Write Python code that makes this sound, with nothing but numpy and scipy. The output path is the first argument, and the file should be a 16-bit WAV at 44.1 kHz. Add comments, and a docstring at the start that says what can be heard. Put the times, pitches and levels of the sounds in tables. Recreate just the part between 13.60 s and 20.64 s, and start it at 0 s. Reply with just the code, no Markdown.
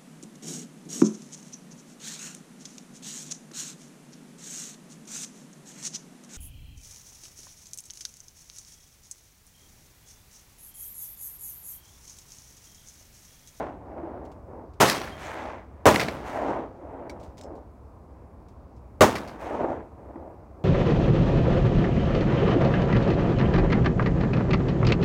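"""The echo of an earlier shot is already rolling back from a rocky hillside, over a low steady rumble.
Then shotguns fire at clay targets on an open desert range, some twenty metres from a phone behind a fence.
Each blast is a shock front plus noise scattered off ground, fence and sheds; the hill answers with noise swells.
Clays crack as noise bursts; a gun is opened and its shells clink as clicks with ringing tones.
The phone squashes the blasts."""
import sys
import numpy as np
from scipy import signal
from scipy.fft import rfft, irfft, next_fast_len
from scipy.io import wavfile

SR = 44100
rng = np.random.default_rng(int(sys.argv[2]) if len(sys.argv) > 2 else 0)


def persist_wave(psi):
    """Save psi, clipped to +-1, as 16-bit WAV."""
    counts = np.round(np.clip(psi, -1, 1) * 32767).astype(np.int16)
    wavfile.write(sys.argv[1], SR, np.atleast_2d(counts).T)


N = 310464  # samples in the scene, 7.04 s
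T = np.arange(92160) / SR  # time inside one event, s
BANDS_HZ = 28 * 2 ** (np.arange(19) / 2)  # centres of half-octave bands

# In every table t60_s is the time in which a sound falls by 60 dB.
# Open-air background, relative spectrum: pitch_hz, level_db (per Hz)
AIR_SPECTRUM = [(20, -19), (45, -1), (95, 4), (135, -4), (300, -6.5), (1050, -14), (1750, -32), (2400, -35),
                (3100, -45), (5000, -44), (10000, -49), (16000, -53)]
AIR_DB, RUMBLE_HZ, RUMBLE_DB = -49, 66, -50.5  # level of the open air; pitch and level of the rumble

# Handling of guns and shells: start_s, level_db, t60_s, action_ring_db, shell_ring_db (rings relative to level)
CLICKS = [(.651, -60, .07, -16, -18), (.717, -59, .05, -12, -16), (1.136, -64, .05, -5, -20),
          (3.4965, -47, .045, 7, -12), (3.596, -63, .3, -18, -22), (3.631, -62, .28, -17, -16),
          (3.772, -57, .04, -20, -18), (3.7795, -51, .1, -18, -8), (3.812, -50, .025, -20, 0),
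          (3.8355, -54, .035, -20, 2), (3.953, -67, .15, -8, -20), (4.885, -67, .15, -2, -6),
          (5.165, -71, .09, -8, -4)]
# Relative spectrum of a contact: pitch_hz, level_db (per Hz)
CLICK_SPECTRUM = [(1000, -10), (2300, 0), (5000, 0), (7500, -4), (11000, -15), (16000, -18)]
# Ringing tones of the gun's steel action: pitch_hz, level_db (relative), t60_s
ACTION_TONES = [(1631, -12, .1), (2130, -5, .05), (2277, 0, .059), (3957, -14, .08), (4500, -1, .025),
                (5712, -18, .12), (8188, -20, .08)]
# Ringing tones of a shell's brass: pitch_hz, level_db (relative), t60_s
SHELL_TONES = [(5130, -8, .07), (5216, -5, .11), (5480, -6, .07), (5750, -9, .06), (6202, -12, .1),
               (6783, -11, .1), (7580, -6, .07), (8059, -16, .1)]

# Short metallic pings in the wake of a shot: start_s, pitch_hz, level_db, t60_s
PINGS = [(1.355, 3250, -37, .15), (1.405, 5800, -45, .15), (1.522, 3200, -45, .2)]

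# Sharp cracks as clays break: start_s, level_db, t60_s, treble_db (tilts the spectrum before its power is evened)
CRACKS = [(1.279, -24, .17, 13), (1.2980, -6.5, .012, 9), (1.309, -26, .11, 5), (2.3584, -6.5, .012, -6),
          (2.396, -24.5, .17, -4), (2.412, -27, .08, -3), (2.433, -31, .03, 8), (2.4832, -26, .04, -10),
          (5.5542, -27, .085, -4), (5.5822, -33, .035, 1), (5.675, -47, .2, 2)]
# Relative spectrum of a breaking clay: pitch_hz, level_db (per Hz)
CRACK_SPECTRUM = [(400, -22), (1200, -7), (2150, 1), (3000, -10), (4600, -7), (7000, -18), (16000, -27)]

# Single rock faces that slap back out of the roll, and at 2.483 s a clay that breaks with a dull thud: start_s,
# level_db, hollow_ring_db
SLAPS = [(.378, -32, -40), (.432, -39, -26), (2.483, -24, -45), (2.908, -23, -40), (5.905, -25, -45),
         (5.941, -22, -36), (6.003, -25, -29), (6.043, -18, -27), (6.557, -33, -30)]
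# Relative spectrum of the hillside's answer: pitch_hz, level_db (per Hz)
ECHO_SPECTRUM = [(40, -23), (100, -11), (190, -10), (290, 0), (470, -3), (620, 0), (900, -4), (1200, -13.5),
                 (2100, -22.5), (3000, -33.5), (4900, -45), (6200, -43.5), (10000, -56), (15000, -64)]
# Slopes that return a shot as a swell (bare foot, main face, two far ridges):
# delay_s, half_width_s, level_db (relative), treble_db (relative to that level)
SLOPES = [(.47, .15, -9.5, 10.5), (.645, .142, 0, -1.5), (1.175, .26, -13.8, -4.5), (1.655, .1, -14, -7)]
FOOT_S, FOOT_EDGE_S = .398, .012  # the hill's answer sets in abruptly at this delay
FLAT_DB, FLAT_TREBLE_DB, FLAT_RISE_S = -19, 3, .2  # until then only the flat scrub answers
FAR_S = .94  # slopes beyond this delay are the far ridges

# Shots; boom is the sound below about 1 kHz, crack the sound above; the first is fired before the start:
# start_s, boom_db, crack_db, bass_edge_hz, build_up_s, tail_boom_db, tail_crack_db,
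# hill_boom_db, hill_crack_db, far_ridges_db (extra)
SHOTS = [(-0.68, -11, -11, 90, .005, -22, -22, -29, -28, 5.5),
         (1.2015, -13, -7.2, 105, .009, -21.5, -15.3, -37, -24.5, 0),
         (2.2562, -8.7, -10.3, 55, .0025, -17.5, -17.7, -28, -27, 4),
         (5.4082, -7.9, -8.3, 46, .002, -22.5, -25, -28, -31, 0)]
# Relative spectrum of the blast among the near objects: pitch_hz, level_db (per Hz)
BLAST_SPECTRUM = [(30, -21), (60, -7), (100, 1), (170, -2.5), (250, -2.5), (360, 0), (620, .5), (750, -3),
                  (980, -1), (1500, -10.5), (2300, -17), (4800, -25.5), (6500, -24), (10500, -33),
                  (16000, -36)]
# Relative spectrum of the blast's tail over the field: pitch_hz, level_db (per Hz)
TAIL_SPECTRUM = [(40, -14), (110, -3), (220, 0), (450, -3), (900, -5), (1500, -11), (3000, -17),
                 (6000, -20), (9000, -25), (16000, -32)]
# Tones of near objects that the blast sets ringing: pitch_hz, level_db (relative), t60_s
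FENCE_TONES = [(104, -24, .25), (225, -23, .2), (355, -19, .17), (500, -24, .15), (615, -16, .16),
               (895, -21, .15), (1105, -23, .13), (1435, -28, .12)]


def undb(db):
    """Turn decibels into gain."""
    return 10 ** (np.asarray(db) / 20)


def add(out, start_s, sound):
    """Mix a sound in at its start time, dropping what falls outside the scene."""
    start = int(round(start_s * SR))
    part = sound[max(-start, 0):len(out) - start]
    out[max(start, 0):max(start, 0) + len(part)] += part


def colour(spectrum, hz):
    """Read the gain of a spectrum table at these frequencies."""
    table_hz, table_db = np.transpose(spectrum)
    return undb(np.interp(np.log(hz + 1), np.log(table_hz), table_db))


def shaped(noise, spectrum):
    """Give white noise a spectrum while keeping its power."""
    gain = colour(spectrum, np.fft.rfftfreq(len(noise), 1 / SR))
    gain = gain / np.sqrt(np.mean(gain ** 2))
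    return irfft(rfft(noise) * gain, len(noise))


def split(sound):
    """Split a sound into overlapping half-octave bands that add up to it again."""
    log_hz = np.log(np.fft.rfftfreq(len(sound), 1 / SR) + 1)
    place = np.interp(log_hz, np.log(BANDS_HZ), np.arange(len(BANDS_HZ)))
    spectrum = rfft(sound)
    return [irfft(spectrum * np.maximum(1 - abs(place - k), 0), len(sound)) for k in range(len(BANDS_HZ))]


def treble(hz, edge_hz=1150):
    """Share 0-1 with which a frequency counts as treble; one half at the edge."""
    return 1 / (1 + (edge_hz / hz) ** np.pi)


def waver(size, per_s):
    """Random levels joined by straight lines."""
    return np.interp(np.arange(size) / SR * per_s, np.arange(400), rng.standard_normal(400))


def scatter(spread_db):
    """A dense train of reflections whose strength jumps every millisecond, rms 1."""
    sizes = undb(spread_db * rng.standard_normal(len(T)))
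    sizes = np.repeat(sizes, SR // 1000)[:len(T)]
    reflections = rng.standard_normal(len(T)) * sizes
    return reflections / reflections.std()


def ring(tones, detune):
    """Struck objects sound as fading sine tones, slightly off pitch on every blow."""
    t = T[:SR // 2]
    total = np.zeros(len(T))
    for hz, db, t60_s in tones:
        pitch_hz = hz * (1 + detune * rng.standard_normal())
        total[:len(t)] += undb(db - 60 * t / t60_s) * np.sin(2 * np.pi * pitch_hz * t)
    return total


def fade(t60_s):
    """Exponential decay, held at a negligible level in the end."""
    return np.exp(-np.minimum(np.log(1000) * T / t60_s, 10 * np.pi))


def rise(time_s):
    """Smooth onset from 0 towards 1."""
    return 1 - np.exp(-T / time_s)


def open_air(flicker_db=1.2):
    """Coloured noise whose bands waver in level independently."""
    noise = rng.standard_normal(next_fast_len(N, real=True))
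    bands = split(shaped(noise, AIR_SPECTRUM))
    return undb(AIR_DB) * sum(band[:N] * undb(flicker_db * waver(N, per_s=7)) for band in bands)


def rumble(width_hz=22):
    """A low steady rumble: noise passed through a narrow band."""
    edges_hz = [RUMBLE_HZ - width_hz / 2, RUMBLE_HZ + width_hz / 2]
    band = signal.butter(2, edges_hz, "band", fs=SR, output="sos")
    noise = signal.sosfilt(band, rng.standard_normal(N))
    return undb(RUMBLE_DB) * noise / noise.std()


def click(db, t60_s, action_db, shell_db, yard_db=-19, yard_t60_s=.25):
    """A contact that rings the steel action and a shell's brass, with a faint answer from the yard."""
    contact = shaped(scatter(3.0), CLICK_SPECTRUM) * (fade(t60_s) + undb(yard_db) * fade(yard_t60_s))
    action = undb(action_db) * ring(ACTION_TONES, detune=.005)
    shell = undb(shell_db) * ring(SHELL_TONES, detune=.004)
    return undb(db) * (contact + action + shell)


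def ping(hz, db, t60_s):
    """A small piece of metal rings once, as one fading tone."""
    return ring([(hz, db, t60_s)], detune=.002) * rise(.002)


def crack(db, t60_s, treble_db):
    """A clay breaks in a brittle burst of splinters: uneven noise that starts fast and fades."""
    spectrum = [(hz, level_db + treble_db * treble(hz, edge_hz=3500)) for hz, level_db in CRACK_SPECTRUM]
    return undb(db) * shaped(scatter(2.5), spectrum) * fade(t60_s) * rise(.0006)


def slap(db, hollow_db, hollow_hz=332, t60_s=.05, hollow_t60_s=.13, dull_hz=2000):
    """A rock face returns one dull echo with a hollow note in it; a clay that breaks dully sounds the same way."""
    burst = undb(db) * shaped(scatter(1.5), ECHO_SPECTRUM) * fade(t60_s)
    note = undb(hollow_db) * ring([(hollow_hz, 0, hollow_t60_s)], detune=.015)
    dull = signal.butter(2, dull_hz, fs=SR, output="sos")
    return signal.sosfilt(dull, (burst + note) * rise(.0015))


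def slope_echo(far_db):
    """Power that the land returns at each delay, in the boom and in the treble."""
    on_hill = (1 + np.tanh((T - FOOT_S) / FOOT_EDGE_S)) / 2
    flat = undb(FLAT_DB) * np.minimum(T / FLAT_RISE_S, 1) ** 2
    low = flat ** 2 * (1 - on_hill)
    high = low * undb(FLAT_TREBLE_DB) ** 2
    for delay_s, width_s, db, treble_db in SLOPES:
        peak = undb(db + far_db * (delay_s > FAR_S))
        swell = on_hill * (peak * np.exp(-((T - delay_s) / width_s) ** 2)) ** 2
        low = low + swell
        high = high + swell * undb(treble_db) ** 2
    return low, high


def hillside(boom_db, crack_db, far_db, air_db_per_khz_s=4.1, middle_s=.61, patchy_db=1.3):
    """Countless rocks return the blast; the longer the path, the more treble the air takes."""
    low, high = slope_echo(far_db)
    out = 0
    for hz, band in zip(BANDS_HZ, split(shaped(scatter(2.4), ECHO_SPECTRUM))):
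        share = treble(hz)
        swell = np.sqrt(low ** (1 - share) * high ** share)
        # air loss counts from the middle of the echo, so earlier returns are brighter
        loss_db = air_db_per_khz_s * hz / 1000 * (np.maximum(T, FOOT_S) - middle_s)
        patches_db = patchy_db * waver(len(T), per_s=28)
        level_db = boom_db + share * (crack_db - boom_db) - loss_db + patches_db
        out = out + band * swell * undb(level_db)
    return out


def muzzle(push_s=.0005, bounce_s=.0013, bounce=.7):
    """Shock front with its suction phase, and its bounce off the ground."""
    wave = (1 - T / push_s) * np.exp(-T / push_s)
    return wave + bounce * np.interp(T - bounce_s, T, wave, left=0)


def blast(boom_db, crack_db, bass_hz, build_s, tail_boom_db, tail_crack_db, hold_s=.02, near_t60_s=.2,
          mesh_s=.012, mesh_width_s=.004, mesh_db=-1, low_t60_s=.95, high_t60_s=.56, front_db=7, ring_db=7):
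    """The shock, its dense scatter off fence and sheds, and a longer, uneven tail over the field."""
    front = undb(front_db) * muzzle() * np.exp(-build_s / .008)  # a blast that builds slowly has a weak front
    ringing = undb(ring_db) * ring(FENCE_TONES, detune=.008) * rise(build_s)
    out = undb(boom_db) * (front + ringing)
    build = np.minimum(.3 + T / build_s, 1)
    # the scatter stays full for hold_s, then fades
    held_fade = np.minimum(fade(near_t60_s) * np.exp(np.log(1000) * hold_s / near_t60_s), 1)
    # the wire mesh throws back a flash of treble a few milliseconds after the front
    flash = undb(mesh_db) * np.exp(-((T - mesh_s) / mesh_width_s) ** 2)
    near_bands = split(shaped(scatter(1.5), BLAST_SPECTRUM))
    tail_bands = split(shaped(scatter(3.0), TAIL_SPECTRUM))
    for hz, near, tail in zip(BANDS_HZ, near_bands, tail_bands):
        share = treble(hz)
        near_gain = undb(boom_db + share * (crack_db - boom_db))
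        mesh = 1 + flash * treble(hz, edge_hz=4500)
        out = out + near * build * held_fade * mesh * near_gain
        tail_t60_s = low_t60_s + (high_t60_s - low_t60_s) * treble(hz, edge_hz=2800)
        tail_db = tail_boom_db + share * (tail_crack_db - tail_boom_db) + 1.6 * waver(len(T), per_s=40)
        out = out + tail * rise(.025) * fade(tail_t60_s) * undb(tail_db)
    return signal.sosfilt(signal.butter(2, bass_hz, "high", fs=SR, output="sos"), out)


def scene():
    """Shots with their echoes, breaking clays and gun handling in the open air."""
    out = open_air() + rumble()
    for table, source in ((CLICKS, click), (PINGS, ping), (CRACKS, crack), (SLAPS, slap)):
        for start_s, *settings in table:
            add(out, start_s, source(*settings))
    for start_s, *near, hill_boom_db, hill_crack_db, far_db in SHOTS:
        add(out, start_s, blast(*near) + hillside(hill_boom_db, hill_crack_db, far_db))
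    return out[None]


def record(dry, ceiling=.72, top_hz=16000):
    """The phone rounds off the peaks of the blasts and cuts the top."""
    squashed = dry / (1 + (dry / ceiling) ** 4) ** (1 / 4)
    top_cut = signal.ellip(10, .2, 70, top_hz, fs=SR, output="sos")
    return signal.sosfilt(top_cut, squashed)


dry = scene()
out = record(dry)
persist_wave(out)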